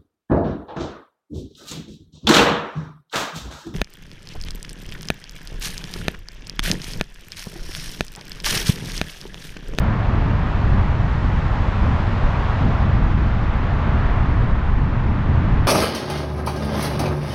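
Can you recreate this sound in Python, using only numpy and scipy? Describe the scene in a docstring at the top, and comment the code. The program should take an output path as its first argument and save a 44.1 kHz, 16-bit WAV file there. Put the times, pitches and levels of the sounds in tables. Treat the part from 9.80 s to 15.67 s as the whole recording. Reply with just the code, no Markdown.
"""Deep body rumble of a car cruising through a long road tunnel, heard from just behind the bonnet.
The uneven road shakes the panels; eddies off the bonnet buffet them. Tyre roar rings in the bore
and swells as oncoming cars pass behind the barrier. Air hisses over the windscreen and loose trim
chatters faintly."""
import sys
import numpy as np
from scipy import signal
from scipy.fft import rfft, irfft, next_fast_len
from scipy.io import wavfile
from scipy.ndimage import uniform_filter1d, minimum_filter1d, map_coordinates

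SR = 44100
rng = np.random.default_rng(int(sys.argv[2]) if len(sys.argv) > 2 else 0)


def master_out(mix):
    """Clip the mix to full scale and print it as 16-bit PCM to the path in sys.argv[1]."""
    frames = np.transpose(np.atleast_2d(mix))
    ceiling = np.clip(frames, -1, 1)
    pcm = np.round(ceiling * 32767).astype(np.int16)
    wavfile.write(sys.argv[1], SR, pcm)


N = 258867
TIME_S = np.arange(N) / SR


def amp(db):
    """Decibels to gain."""
    return 10 ** (np.asarray(db) / 20)


def unit_rms(x):
    """x at rms 1."""
    return x / np.sqrt(np.mean(x ** 2) + 1e-20)


def over_freq(rows, hz):
    """(f/Hz, value) rows interpolated on a log axis."""
    knots_hz, values = np.transpose(rows)
    return np.interp(np.log(hz + 1), np.log(knots_hz + 1), values)


def over_time(rows):
    """(t/s, value) rows interpolated per sample."""
    return np.interp(TIME_S, *np.transpose(rows))


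def wobble(rate_hz):
    """Smooth random curve, rate_hz knots a second."""
    knots = rng.standard_normal(int(N * rate_hz / SR) + 4)
    return map_coordinates(knots, [TIME_S * rate_hz])


def filtered(x, response):
    """Zero-phase filter with gain response(hz)."""
    size = next_fast_len(N + SR // 2)
    return irfft(rfft(x, size) * response(np.fft.rfftfreq(size, 1 / SR)), size)[:N]


def resonant(x, peaks):
    """Bell filters from (f/Hz, width/Hz, gain/dB) rows."""
    def response(hz):
        return amp(sum(db / (1 + (2 * (hz - peak_hz) / width_hz) ** 2) for peak_hz, width_hz, db in peaks))
    return filtered(x, response)


def noise(spectrum, patchy_db):
    """Coloured noise, rms 1, with drifting patches of random gain."""
    bins = signal.stft(rng.standard_normal(N), nperseg=1024)[2]
    patches = uniform_filter1d(rng.standard_normal(bins.shape), size=8, axis=0)
    patches = uniform_filter1d(patches, size=12, axis=1)
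    patched = signal.istft(bins * amp(patchy_db * unit_rms(patches)), nperseg=1024)[1][:N]
    return unit_rms(filtered(patched, lambda hz: amp(over_freq(spectrum, hz))))


def steady(x, span_s):
    """Power held at 1 over span_s; faster flutter stays."""
    window = np.hanning(int(span_s * SR))
    energy = np.abs(signal.fftconvolve(x ** 2, window, 'same'))
    weight = signal.fftconvolve(np.ones(N), window, 'same')
    return x / np.sqrt(energy / weight + 1e-12)


# trim bursts: t/s, half-width/s, level/dB
TRIM_BURSTS = [(.24, .008, -75), (.61, .01, -78), (2.885, .008, -73.5), (3.425, .008, -76),
               (3.92, .008, -79), (4.39, .03, -73), (4.688, .03, -72), (4.895, .008, -76),
               (5.73, .025, -73)]
# trim buzz: f/Hz, density/dB
TRIM_SPECTRUM = [(2000, -29), (6000, -0.5), (10000, -3), (15000, -13.5)]
def trim_rattle(chatter_db):
    """Loose trim, shaken by the road, chatters in brief uneven contacts."""
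    bursts = sum(amp(db) * np.exp(-((TIME_S - at_s) / half_s) ** 2) for at_s, half_s, db in TRIM_BURSTS)
    contacts = unit_rms(amp(chatter_db * wobble(rate_hz=250)))
    return bursts * contacts * noise(TRIM_SPECTRUM, patchy_db=-1.5)


# air over the glass: f/Hz, density/dB
HISS_SPECTRUM = [(400, -11.5), (1500, 3.5), (2400, 3.5), (3400, 0), (4300, -5), (5200, -10), (6300, -15),
                 (8000, -25), (10000, -37), (12500, -49), (15500, -61.5)]
# hiss envelope: t/s, level/dB
HISS_LEVEL = [(0.1, -46), (0.87, -45.3), (1.15, -46.8), (1.5, -45.5), (2.0, -44), (2.78, -43), (3.2, -45.5),
              (3.7, -46), (4.1, -45.8), (4.8, -48.5), (5.18, -50), (5.5, -49), (5.8, -48)]
# top treble of the hiss: t/s, gain/dB
FIZZ_GAIN = [(0.6, -2.5), (1.35, 4.5), (2.8, -1.5), (3.3, -5), (4.3, -3), (5.5, -0.5)]
def windscreen_hiss(gain_db, fizz_hz):
    """Small eddies hiss on the glass; the top treble comes and goes on its own."""
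    hiss = noise(HISS_SPECTRUM, patchy_db=0.4)
    fizz = filtered(hiss, lambda hz: hz ** 4 / (hz ** 4 + fizz_hz ** 4))
    shelved = hiss + (amp(over_time(FIZZ_GAIN)) - 1) * fizz
    return amp(over_time(HISS_LEVEL) + gain_db) * shelved


# concrete bore decay: f/Hz, T60/s
BORE_T60 = [(100, 3.5), (1000, 2.1), (4000, 0.99), (12000, 0.93)]
def tunnel_wash(x):
    """The bore prolongs the sound; treble dies first."""
    hz, t_s, bins = signal.stft(rng.standard_normal(2 * SR), SR, nperseg=256)
    decay = amp(-60 * t_s / over_freq(BORE_T60, hz)[:, None])
    tail = signal.istft(bins * decay, SR, nperseg=256)[1]
    return signal.fftconvolve(x, tail / np.linalg.norm(tail))[:N]


# cars abreast: t/s, roar level/dB, rasp re roar/dB
PASSES = [(0.0, -32, -9.5), (.45, -35.5, -17.5), (.95, -36, -10.5), (1.75, -36.5, -8.5),
          (2.101, -34.5, -14), (2.63, -32, -6.5), (2.92, -33, -12), (4.07, -33.3, -8.5),
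          (4.31, -35.5, -4.5), (5.6, -40, -2.5)]
# their tyres over the barrier: f/Hz, density/dB
ROAR_SPECTRUM = [(80, -28), (300, -9), (450, -4.5), (620, -0.5), (850, -0.5), (1150, -2.5), (1400, -6.5),
                 (2500, -21), (5000, -47.5), (12000, -120)]
# their tread close by: f/Hz, density/dB
RASP_SPECTRUM = [(500, -26), (1000, -6), (1450, 2.5), (2200, -6.5), (3200, -13), (5000, -35.5),
                 (10000, -88)]
def oncoming_cars(closing_m_per_s, lane_gap_m):
    """Tyre roar falls as 1/distance; tread rasp, as 1/distance squared, carries only from near."""
    roar_power = rasp_power = 0
    for abreast_s, roar_db, rasp_db in PASSES:
        inverse_square = 1 / (1 + (closing_m_per_s * (TIME_S - abreast_s) / lane_gap_m) ** 2)
        roar_power += amp(roar_db) ** 2 * inverse_square
        rasp_power += (amp(roar_db + rasp_db) * inverse_square) ** 2
    roar = np.sqrt(roar_power) * noise(ROAR_SPECTRUM, patchy_db=0.33)
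    rasp = np.sqrt(rasp_power) * noise(RASP_SPECTRUM, patchy_db=0.6)
    return roar + rasp


# tyres on asphalt: f/Hz, density/dB
TYRE_SPECTRUM = [(100, -23.5), (300, 0.5), (500, -4.5), (750, -2.5), (1030, -0.5), (1300, -3), (1900, -7.5),
                 (2600, -16), (3600, -26), (5500, -49.5), (12000, -120)]
# rolling envelope: t/s, level/dB
TYRE_LEVEL = [(0.0, -32.5), (1.4, -32), (3.8, -31.9), (4.6, -31.5), (5.1, -33), (5.8, -31.5)]
def own_tyres():
    """Rolling noise at cruising speed drifts only with the asphalt."""
    return amp(over_time(TYRE_LEVEL)) * noise(TYRE_SPECTRUM, patchy_db=0.5)


# tread resonance: f/Hz, width/Hz, gain/dB
TREAD_PEAK = [(1060, 470, 0.5)]
def tread_song(x):
    """The tread sings: a slight lift near 1 kHz."""
    return resonant(x, TREAD_PEAK)


# bonnet eddies: f/Hz, density/dB
EDDY_SPECTRUM = [(2, -9), (10, -5.5), (22, 4), (45, 4.5), (62, -6.5), (100, -23), (800, -140)]
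# gusts: t/s, gain/dB
GUST_PEAKS = [(.9, 2.5), (2.43, 7), (2.92, 4), (3.26, 9), (3.6, 4.5), (4.17, 0.5), (4.42, 4), (4.71, 6),
              (4.96, 7), (5.72, 4.5)]
def wind_buffet(level_db, flutter_db, gust_half_s):
    """Large eddies roll off the bonnet and press on the car, harder in gusts."""
    gust_db = sum(db * np.exp(-((TIME_S - at_s) / gust_half_s) ** 2) for at_s, db in GUST_PEAKS)
    envelope = amp(level_db + gust_db + flutter_db * wobble(rate_hz=6))
    return envelope * steady(noise(EDDY_SPECTRUM, patchy_db=1.0), span_s=0.3)


def road_shake(bumps, floor_db=-18, rise_s=0.0057, settle_s=0.07):
    """Envelope over an even floor: the tyre climbs each bump, crosses it, and the suspension settles."""
    power = amp(floor_db) ** 2
    for at_s, length_s, db in bumps:
        before_s = np.maximum(at_s - TIME_S, 0)
        after_s = np.maximum(TIME_S - at_s - length_s, 0)
        power = power + (amp(db) * np.exp(-before_s / rise_s - after_s / settle_s)) ** 2
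    return np.sqrt(power)


# road force on the body: f/Hz, density/dB
ROAD_SPECTRUM = [(25, -31), (45, -2.5), (62, 0), (88, 0), (125, -3), (170, -10), (220, -13.5), (260, -17),
                 (310, -20.5), (380, -25), (900, -39.5), (3000, -130)]
# panel resonances: f/Hz, width/Hz, gain/dB
PANEL_MODES = [(61, 3.6, 1.5), (93, 4.5, -0.5), (123, 21, 0), (213, 52, 3), (305, 12, 2)]
# uneven patches: t/s, length/s, boom level/dB, drone re boom/dB
ROAD_BUMPS = [(0.0, 0.081, -16.5, -4), (0.296, 0.076, -19.5, 3), (0.466, 0.05, -15.5, -2),
              (0.793, 0.068, -19, 2), (0.924, 0.06, -13, -2.5), (1.166, 0.048, -17, -1),
              (1.425, 0.16, -22.5, 2), (2.017, 0.09, -15, -2.5), (2.383, 0.051, -27.5, 9),
              (2.812, 0.078, -16, 4), (3.006, 0.17, -15.5, -2), (3.32, 0.11, -14.5, -7),
              (4.068, 0.089, -15, -9), (4.374, 0.34, -17.5, -3.5), (4.993, 0.088, -17, -13),
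              (5.238, 0.05, -18.5, 1.5), (5.479, 0.14, -15, 0.5), (5.723, 0.11, -18.5, -5)]
def body_rumble(gain_db, crossover_hz):
    """Road grain drives the panels; bumps swell the deep boom, sharp ones the drone above it."""
    road = noise(ROAD_SPECTRUM, patchy_db=0.5)
    body = steady(resonant(road, PANEL_MODES), span_s=0.18)
    boom = filtered(body, lambda hz: 1 / (1 + (hz / crossover_hz) ** 6))
    drone = body - boom
    boom_gain = road_shake([(at_s, length_s, db) for at_s, length_s, db, _ in ROAD_BUMPS])
    drone_gain = road_shake([(at_s, length_s, db + rel_db) for at_s, length_s, db, rel_db in ROAD_BUMPS])
    return amp(gain_db) * (boom_gain * boom + drone_gain * drone)


def scene():
    """Mono mix; only the tyre noise feeds the bore."""
    rumble = body_rumble(gain_db=-2.0, crossover_hz=160)
    buffet = wind_buffet(level_db=-23.0, flutter_db=1.5, gust_half_s=0.084)
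    traffic = tread_song(own_tyres() + oncoming_cars(closing_m_per_s=41.0, lane_gap_m=8.26))
    wash = amp(-16.0) * tunnel_wash(traffic)
    hiss = windscreen_hiss(gain_db=2.0, fizz_hz=8100)
    rattle = trim_rattle(chatter_db=8)
    return (rumble + buffet + traffic + wash + hiss + rattle)[None]


def record(dry, ceiling_db=-5.5, hold_s=0.016, cutoff_hz=15700):
    """Limiter on the tallest rumble peaks, then a steep low-pass."""
    x = dry[0]
    hold_samples = int(hold_s * SR)
    needed_gain = np.minimum(1, amp(ceiling_db) / (np.abs(x) + 1e-9))
    gain = uniform_filter1d(minimum_filter1d(needed_gain, 2 * hold_samples), hold_samples)
    return filtered(x * gain, lambda hz: 1 / (1 + (hz / cutoff_hz) ** 60))[None]


dry = scene()
out = record(dry)
master_out(out)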